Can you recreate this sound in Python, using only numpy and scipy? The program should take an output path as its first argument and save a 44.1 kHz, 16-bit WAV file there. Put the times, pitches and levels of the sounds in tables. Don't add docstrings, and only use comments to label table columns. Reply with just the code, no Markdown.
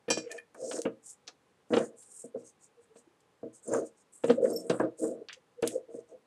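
import sys
import numpy as np
from scipy import signal
from scipy.fft import rfft, irfft, next_fast_len
from scipy.io import wavfile
from scipy.ndimage import map_coordinates

SR = 44100
rng = np.random.default_rng(int(sys.argv[2]) if len(sys.argv) > 2 else 0)


def waveform_to_disk(signal):
    frames = np.transpose(np.atleast_2d(signal))
    scaled = np.clip(frames, -1, 1) * 32767
    samples = np.round(scaled).astype(np.int16)
    wavfile.write(sys.argv[1], SR, samples)


N = 276066
AGE = np.arange(SR // 2) / SR
TOP_HZ = 15600

# frequency in Hz, level in dB.
AIR_COLOUR = [(15, -56.5), (25, -17), (137, -5.5), (354, -7.5), (451, -2.5), (677, -13), (840, -6.5),
              (911, -14.5), (1020, -9.5), (1190, -13), (3080, -21), (3620, -22.5), (4740, -25.5),
              (5140, -26.5), (9000, -27.5), (12500, -36.5), (15000, -56)]
HISS_COLOUR = [(3000, -51), (5500, -30.5), (7000, -3.5), (8300, 4), (9300, -4), (10500, -13),
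               (12500, -23.5), (15000, -40)]
RASP_COLOUR = [(1000, -52), (3200, -30), (4500, -14), (5400, -6.5), (5900, -4), (6700, 1.5), (7400, -1),
               (9000, -27), (15000, -46.5)]
RUMBLE_COLOUR = [(25, -64), (60, -43.5), (120, -37.5), (250, 0), (400, 7), (490, 8), (660, 4.5), (800, -15),
                 (1050, -24), (1400, -24), (2200, -43), (4000, -39.5), (9000, -51)]
THUD_COLOUR = [(25, -49.5), (60, -22), (120, -35), (230, 8), (400, -2.5), (490, 7), (660, -4), (800, -42),
               (1100, -29), (2000, -48.5), (4000, -79)]
CLACK_COLOUR = [(300, -21), (700, 8), (1100, 0.5), (1600, 1.5), (2100, -8), (2700, -2), (4000, -8),
                (6000, -4.5), (10000, -15.5), (15000, -43)]
# frequency in Hz, ring time in seconds.
ECHO_TIMES = [(150, .3), (1000, 0.18), (8000, 0.13)]
# pitch in Hz, level in dB, ring time in seconds.
SCISSOR_NOTES = [(1728, -6, .12), (2435, 0, .13), (2778, -9, .11), (3122, -3, .14), (4037, -10, .14),
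                 (4707, -2.5, .17), (5551, -1, .18), (5750, -2, .12), (5952, -3, .17), (6112, -3, .16),
                 (6993, -8, .17), (7429, -7, .16), (7891, -4, .15), (10700, -21, .1)]
SOFT_SCISSOR_NOTES = [(1780, -4.5, .075), (2435, -8.5, 0.057), (3122, -17.5, 0.048), (10870, -26, 0.1)]
BUCKLE_NOTES = [(5415, 2.5, 0.082), (4860, -17, .03), (11950, -2.5, 0.067)]
BEAD_NOTES = [(7330, -1.5, 0.022), (8400, -9, .015), (9170, -4.5, 0.03)]
TABLE_NOTES = [(122, -24, .28), (172, -16, .11), (224, -12, .12), (265, -11, .14), (318, -7, .14),
               (375, -10, .07), (467, 0, .15), (525, -6, .08), (590, -10, .07), (651, -8, .09)]
# start in seconds, level in dB.
SCISSOR_NUDGES = [(0.1017, -14), (0.1741, -31)]
SCISSOR_TOUCHES = [(0.083, -32.5), (0.303, -37.5), (0.314, -32), (0.379, -33.5)]
BUCKLE_JINGLES = [(4.527, -36), (4.561, -23)]
BEAD_TOUCHES = [(3.676, -18), (3.736, -21.5)]
# loudest moment in seconds,
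# level in dB, pitch in Hz, seconds to fall to half strength.
FINGER_RUBS = [(0.234, -40.5, 476, 0.012), (0.272, -33, 480, 0.01), (0.629, -32, 540, .004),
               (0.794, -24, 486, 0.0026), (0.868, -24.5, 463.6, 0.012), (2.351, -27, 487, 0.0029),
               (2.795, -52, 471, 0.014), (2.918, -54, 441, 0.01), (3.078, -54, 336, 0.0049),
               (3.732, -30, 453.5, .007), (4.309, -15.5, 485, 0.0088), (4.385, -20.5, 531, 0.0048),
               (4.431, -16.5, 515, 0.0041), (4.448, -13, 504, 0.0043), (4.716, -22.5, 477, 0.0078),
               (5.219, -34.5, 438, 0.0039), (5.377, -52.5, 508, 0.0056), (5.597, -38.5, 485, 0.0092),
               (5.762, -20, 503, 0.0039), (5.781, -29, 470, 0.0022), (5.990, -33.5, 464, .004),
               (6.150, -41, 500, 0.0066)]
BEAD_SCRAPES = [(0.3, -59.5, 2466, 0.047), (0.384, -55.5, 2330, 0.012), (0.771, -51, 1510, .012),
                (1.82, -48, 1630, 0.021), (3.756, -43, 1343, 0.03), (4.291, -50, 2540, 0.0047),
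                (4.459, -44.5, 1770, 0.0092), (4.512, -57, 1280, 0.018), (4.746, -47, 1325, 0.025),
                (4.797, -50.5, 1500, .01), (4.845, -47.5, 1270, 0.02), (5.334, -50, 2860, 0.012),
                (5.683, -51, 3160, 0.02)]
# start in seconds, level in dB, the crack's pitch in Hz, its ring time in seconds. The
# row at 1.271 s adds a faint, soft noise just before the tick at 1.277 s; the rest are beads and nails.
SMALL_TICKS = [(0.315, -36.5, 7000, 0.041), (0.379, -55, 4500, .05), (0.545, -58, 8340, .04),
               (0.712, -40, 4395, 0.033), (0.768, -42, 5440, .006), (0.789, -32.5, 7100, 0.0085),
               (0.818, -26, 7600, 0.0065), (1.271, -52, 5130, .03), (1.277, -38, 5120, 0.056),
               (1.767, -33, 4920, .015), (2.023, -64, 6000, 0.13), (2.966, -63.5, 3856, 0.05),
               (3.204, -67, 7700, 0.049), (4.243, -44.5, 7250, .03), (4.303, -48, 4870, .024),
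               (4.697, -30, 6400, 0.016), (4.796, -49.5, 7900, 0.023), (5.286, -34, 3960, 0.023),
               (5.295, -42, 2800, 0.1), (5.329, -43.5, 5900, .063), (5.624, -35, 8140, 0.016),
               (5.675, -24, 8360, .024)]
# fastest moment in seconds, seconds speeding up, seconds slowing down,
# hiss level in dB, rasp in dB above the hiss (before a 2 dB cut).
CORD_PULLS = [(0.359, 0.1, .05, -61.5, 3), (0.76, 0.24, 0.069, -48.5, 2.5), (1.09, 0.076, 0.08, -49, -5),
              (1.769, 0.095, 0.13, -55.5, 3), (1.851, 0.06, 0.062, -56, -2.5),
              (2.02, 0.071, 0.045, -53, -12.5), (2.186, 0.19, .125, -51, -13.5),
              (2.409, 0.054, 0.031, -70, 0), (2.469, 0.048, 0.065, -59, 0),
              (2.648, 0.064, 0.044, -61, -1.5), (2.834, 0.036, 0.048, -71, -13),
              (2.991, .06, 0.041, -64, -2.5), (3.553, 0.032, 0.076, -57.5, -4.5),
              (3.645, .025, .05, -55, -33), (3.745, 0.12, 0.12, -56, 6.5),
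              (3.874, 0.047, 0.033, -58.5, -1.5), (4.0, .06, 0.052, -69.5, 0.5),
              (4.143, 0.032, 0.12, -56, -20), (4.285, 0.084, 0.13, -55.5, -4.5),
              (4.444, .04, 0.055, -54.5, -4.5), (4.51, .09, 0.2, -52, -4.5), (4.71, 0.1, 0.17, -53.5, -22),
              (5.01, 0.046, 0.17, -48, -7.5), (5.689, 0.082, 0.13, -51, -1),
              (5.965, 0.094, 0.077, -68, -2.5), (6.105, 0.048, 0.054, -74, 1)]
# fastest moment in seconds, seconds speeding up, seconds slowing down,
# level in dB, bass cutoff in Hz (higher when the collar rests lightly).
COLLAR_DRAGS = [(0.33, 0.058, 0.086, -42, 506), (0.645, .12, 0.12, -40, 380), (0.785, .17, 0.05, -34, 326),
                (1.79, 0.054, 0.092, -28.5, 149), (1.868, 0.053, 0.16, -51.5, 170),
                (2.39, 0.039, .13, -53.5, 170), (3.765, .125, .13, -28, 266), (4.46, 0.13, 0.19, -29, 185),
                (4.62, 0.16, 0.17, -42.5, 166), (4.74, 0.032, 0.075, -36, 140),
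                (4.825, 0.044, .1, -27, 140), (5.05, 0.076, 0.17, -31, 200), (5.17, .06, .11, -43.5, 203),
                (5.66, 0.047, 0.037, -33.5, 203), (5.741, 0.066, .1, -37.5, 251),
                (5.9, 0.028, 0.066, -47, 300), (5.989, .08, 0.074, -49.5, 338),
                (6.13, 0.06, 0.073, -51.5, 340)]
# start in seconds, level of boom and thud in dB,
# clack level in dB, the clack's treble cutoff in Hz.
TABLE_KNOCKS = [(0.081, -27.5, -39.5, 4430), (0.103, -25, -28.5, 3800), (0.17, -28, -38.5, 4200),
                (0.546, -57.5, -48, 2100), (0.622, -38, -64, 1500), (0.712, -54, -36, 4170),
                (0.852, -23, -32, 2820), (1.278, -56, -47, 3000), (1.705, -25, -46, 1810),
                (1.724, -22.5, -37, 1880), (1.734, -18, -24, 3940), (1.767, -20, -25.5, 3560),
                (2.24, -38, -74, 1480), (2.357, -32, -58.5, 1500), (2.956, -49.5, -59, 4020),
                (3.430, -32.5, -56, 1590), (3.457, -38, -79, 1490), (3.683, -33.5, -57, 1500),
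                (3.724, -25.5, -41, 1820), (3.733, -38, -30, 1800), (4.237, -20.5, -35, 3700),
                (4.280, -24.5, -44.5, 4470), (4.297, -14.5, -27, 4500), (4.698, -17.5, -28.5, 4700),
                (4.798, -23, -25.5, 1760), (5.039, -31, -40, 1470), (5.626, -20, -31, 3780),
                (5.941, -34.5, -65, 1490)]


def amp(db):
    return 10 ** (np.asarray(db) / 20)


def unit(x):
    return x / np.sqrt(np.mean(x ** 2) + 1e-20)


def fade(ring_s):
    return np.exp(-np.log(1000) * AGE / np.maximum(ring_s, 1e-3))


def onset(attack_s):
    return 1 - np.exp(-AGE / attack_s)


def swell(half_s):
    return 1 / np.cosh(np.clip(1.3 * (AGE - AGE.mean()) / half_s, -50, 50))


def stroke(rise_s, fall_s):
    t = AGE - rise_s
    return np.sin(np.pi / 2 * np.clip(np.minimum(1 + t / rise_s, 1 - t / fall_s), 0, 1))


def along(points, hz):
    point_hz, values = np.transpose(points)
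    return np.interp(np.log(hz + 1), np.log(point_hz + 1), values)


def coloured(x, colour):
    hz = np.fft.rfftfreq(len(x), 1 / SR)
    return unit(irfft(rfft(x) * amp(along(colour, hz)), len(x)))


def band_pass(x, low_hz, high_hz):
    return signal.sosfilt(signal.butter(2, [low_hz, high_hz], "bandpass", fs=SR, output="sos"), x)


def add(track, start_s, sound):
    part = track[max(round(start_s * SR), 0):][:len(sound)]
    part += sound[:len(part)]


def slips(per_second, spread_db):
    count = len(AGE)
    sizes = rng.choice([-1, 1], count) * amp(spread_db * rng.standard_normal(count))
    return unit((rng.random(count) < per_second / SR) * sizes)


def wander(depth, per_second):
    return depth * map_coordinates(rng.standard_normal(len(AGE)), [AGE * per_second])


def rattling(sound, flutter_db):
    return sound * amp(wander(flutter_db, per_second=200) - .5)


def ring(notes, scatter_db):
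    hz, db, ring_s = np.transpose(notes)[:, :, None]
    gain = amp(db + scatter_db * rng.standard_normal(hz.shape)) * rng.choice([-1, 1], hz.shape)
    return np.sum(gain * np.sin(2 * np.pi * hz * AGE) * fade(ring_s), axis=0) / np.linalg.norm(gain)


def burst(colour, ring_s, attack_s):
    return coloured(rng.standard_normal(len(AGE)), colour) * fade(ring_s) * onset(attack_s)


def room_air():
    return coloured(rng.standard_normal(N), AIR_COLOUR)


def room_echo(sound):
    hz, t, spectrum = signal.stft(rng.standard_normal(len(AGE)), SR, nperseg=256)
    decay = np.exp(-np.log(1000) * t / along(ECHO_TIMES, hz)[:, None])
    tail = signal.istft(spectrum * decay, SR, nperseg=256)[1]
    echo = np.pad(tail, (SR // 200, 0)) / np.linalg.norm(tail)
    return signal.fftconvolve(sound, echo)[:N]


def metal_touches():
    out = np.zeros(N)
    parts = (SCISSOR_TOUCHES, SOFT_SCISSOR_NOTES), (BUCKLE_JINGLES, BUCKLE_NOTES), (BEAD_TOUCHES, BEAD_NOTES)
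    for touches, notes in parts:
        for start_s, db in touches:
            tone = ring(notes, scatter_db=1) * onset(0.0055)
            bounces = slips(per_second=1500, spread_db=1.5) * fade(0.058)
            buzz = signal.fftconvolve(tone, bounces)[:len(AGE)]
            buzz *= np.linalg.norm(tone) / np.linalg.norm(buzz)
            add(out, start_s, amp(db - 2) * rattling(tone + amp(-9.5) * buzz, flutter_db=5))
    return out


def scissor_clinks():
    out = np.zeros(N)
    crack_colour = [(300, -26), (1500, -11), (6000, -11), (8500, 5.5), (11000, -11), (15000, -36)]
    clatter_colour = [(1000, -26.5), (2400, -6.5), (3700, -2.5), (5800, 5.5), (8000, -8),
                      (9500, -25), (15000, -52)]
    for start_s, db in SCISSOR_NUDGES:
        blades = rattling(ring(SCISSOR_NOTES, scatter_db=1), flutter_db=1.8) * onset(0.0012)
        crack = burst(crack_colour, ring_s=0.091, attack_s=.0003)
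        clatter = burst(clatter_colour, ring_s=0.21, attack_s=0.0022)
        add(out, start_s, amp(db) * (amp(-4) * blades + amp(-18.5) * (crack + clatter)))
    return out


def finger_rubs():
    out = np.zeros(N)
    for peak_s, db, hz, half_s in FINGER_RUBS:
        tone = np.sin(2 * np.pi * hz * AGE + wander(depth=.2, per_second=100))
        add(out, peak_s - AGE.mean(), amp(db) * swell(half_s) * tone)
    return out


def small_ticks():
    out = np.zeros(N)
    for start_s, db, hz, ring_s in SMALL_TICKS:
        colour = [(hz / 14, -30), (hz / 2.4, -10), (hz, 0), (hz * 1.3, -5), (hz * 2, -31), (hz * 4, -60)]
        snap = signal.unit_impulse(len(AGE))
        for _ in range(2):
            snap = band_pass(snap, hz * .6, hz * 1.2)
        rattle = burst(colour, ring_s=.1, attack_s=.003)
        crack = burst(colour, ring_s, attack_s=0.00042)
        add(out, start_s, amp(db) * (amp(14) * snap + crack + amp(-21) * rattle))
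    return out


def bead_scrapes():
    out = np.zeros(N)
    for peak_s, db, hz, half_s in BEAD_SCRAPES:
        colour = [(hz / 5, -30), (hz / 2, -5), (hz, 0), (hz * 1.18, -4), (hz * 1.43, -18),
                  (hz * 4, -40), (hz * 8, -60)]
        rasp = coloured(slips(per_second=1400, spread_db=5.5), colour)
        add(out, peak_s - AGE.mean(), amp(db) * swell(half_s) * rasp)
    return out


def cord_pulls():
    out = np.zeros(N)
    ripple_db, spacing_hz = 2.5, 400
    for fastest_s, rise_s, fall_s, db, rasp_db in CORD_PULLS:
        grip = [(hz, ripple_db * rng.standard_normal()) for hz in np.arange(spacing_hz, TOP_HZ, spacing_hz)]
        hiss = coloured(slips(per_second=9000, spread_db=6.5), HISS_COLOUR)
        rasp = coloured(slips(per_second=5000, spread_db=5.5), RASP_COLOUR)
        friction = coloured(hiss, grip) + amp(rasp_db - 2) * coloured(rasp, grip)
        snags = amp(wander(depth=1.8, per_second=80))
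        speed = stroke(rise_s, fall_s)
        add(out, fastest_s - rise_s, amp(db) * speed ** 2.2 * snags * friction)
    return out


def collar_drags():
    out = np.zeros(N)
    for fastest_s, rise_s, fall_s, db, cutoff_hz in COLLAR_DRAGS:
        wood = ring(TABLE_NOTES, scatter_db=2) * onset(.002)
        stutter = slips(per_second=500, spread_db=0)
        boom = unit(signal.fftconvolve(stutter, wood)[:len(AGE)])
        rumble = coloured(slips(per_second=700, spread_db=1.5), RUMBLE_COLOUR)
        drag = unit(band_pass(boom + amp(-7) * rumble, cutoff_hz, 6000))
        speed = stroke(rise_s, fall_s)
        add(out, fastest_s - rise_s, amp(db - 0.5) * speed ** 2.22 * drag)
    return out


def collar_knocks():
    out = np.zeros(N)
    for start_s, db, clack_db, cutoff_hz in TABLE_KNOCKS:
        boom = amp(3) * ring(TABLE_NOTES, scatter_db=3) * onset(0.0025)
        thud = amp(-7.5) * burst(THUD_COLOUR, ring_s=0.18, attack_s=0.0012)
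        softened = [(hz, level - 10 * np.log10(1 + (hz / cutoff_hz) ** 12)) for hz, level in CLACK_COLOUR]
        clack = burst(softened, ring_s=0.093, attack_s=0.0015)
        add(out, start_s, amp(db) * (boom + thud) + amp(clack_db) * clack)
    return out


def scene():
    work = collar_knocks() + finger_rubs() + collar_drags() + bead_scrapes() + cord_pulls()
    work += small_ticks() + scissor_clinks() + metal_touches()
    hush = amp(-69.5) * room_air()
    return (work + amp(-15) * room_echo(work) + hush)[None]


def record(dry):
    thin = signal.sosfilt(signal.butter(2, 85, "highpass", fs=SR, output="sos"), dry)
    size = next_fast_len(N + SR // 2)
    hz = np.fft.rfftfreq(size, 1 / SR)
    treble = amp(along([(12000, -0.5), (15000, -4)], hz)) * (hz < TOP_HZ)
    return irfft(rfft(thin, size) * treble, size)[..., :N]


dry = scene()
out = record(dry)
waveform_to_disk(out)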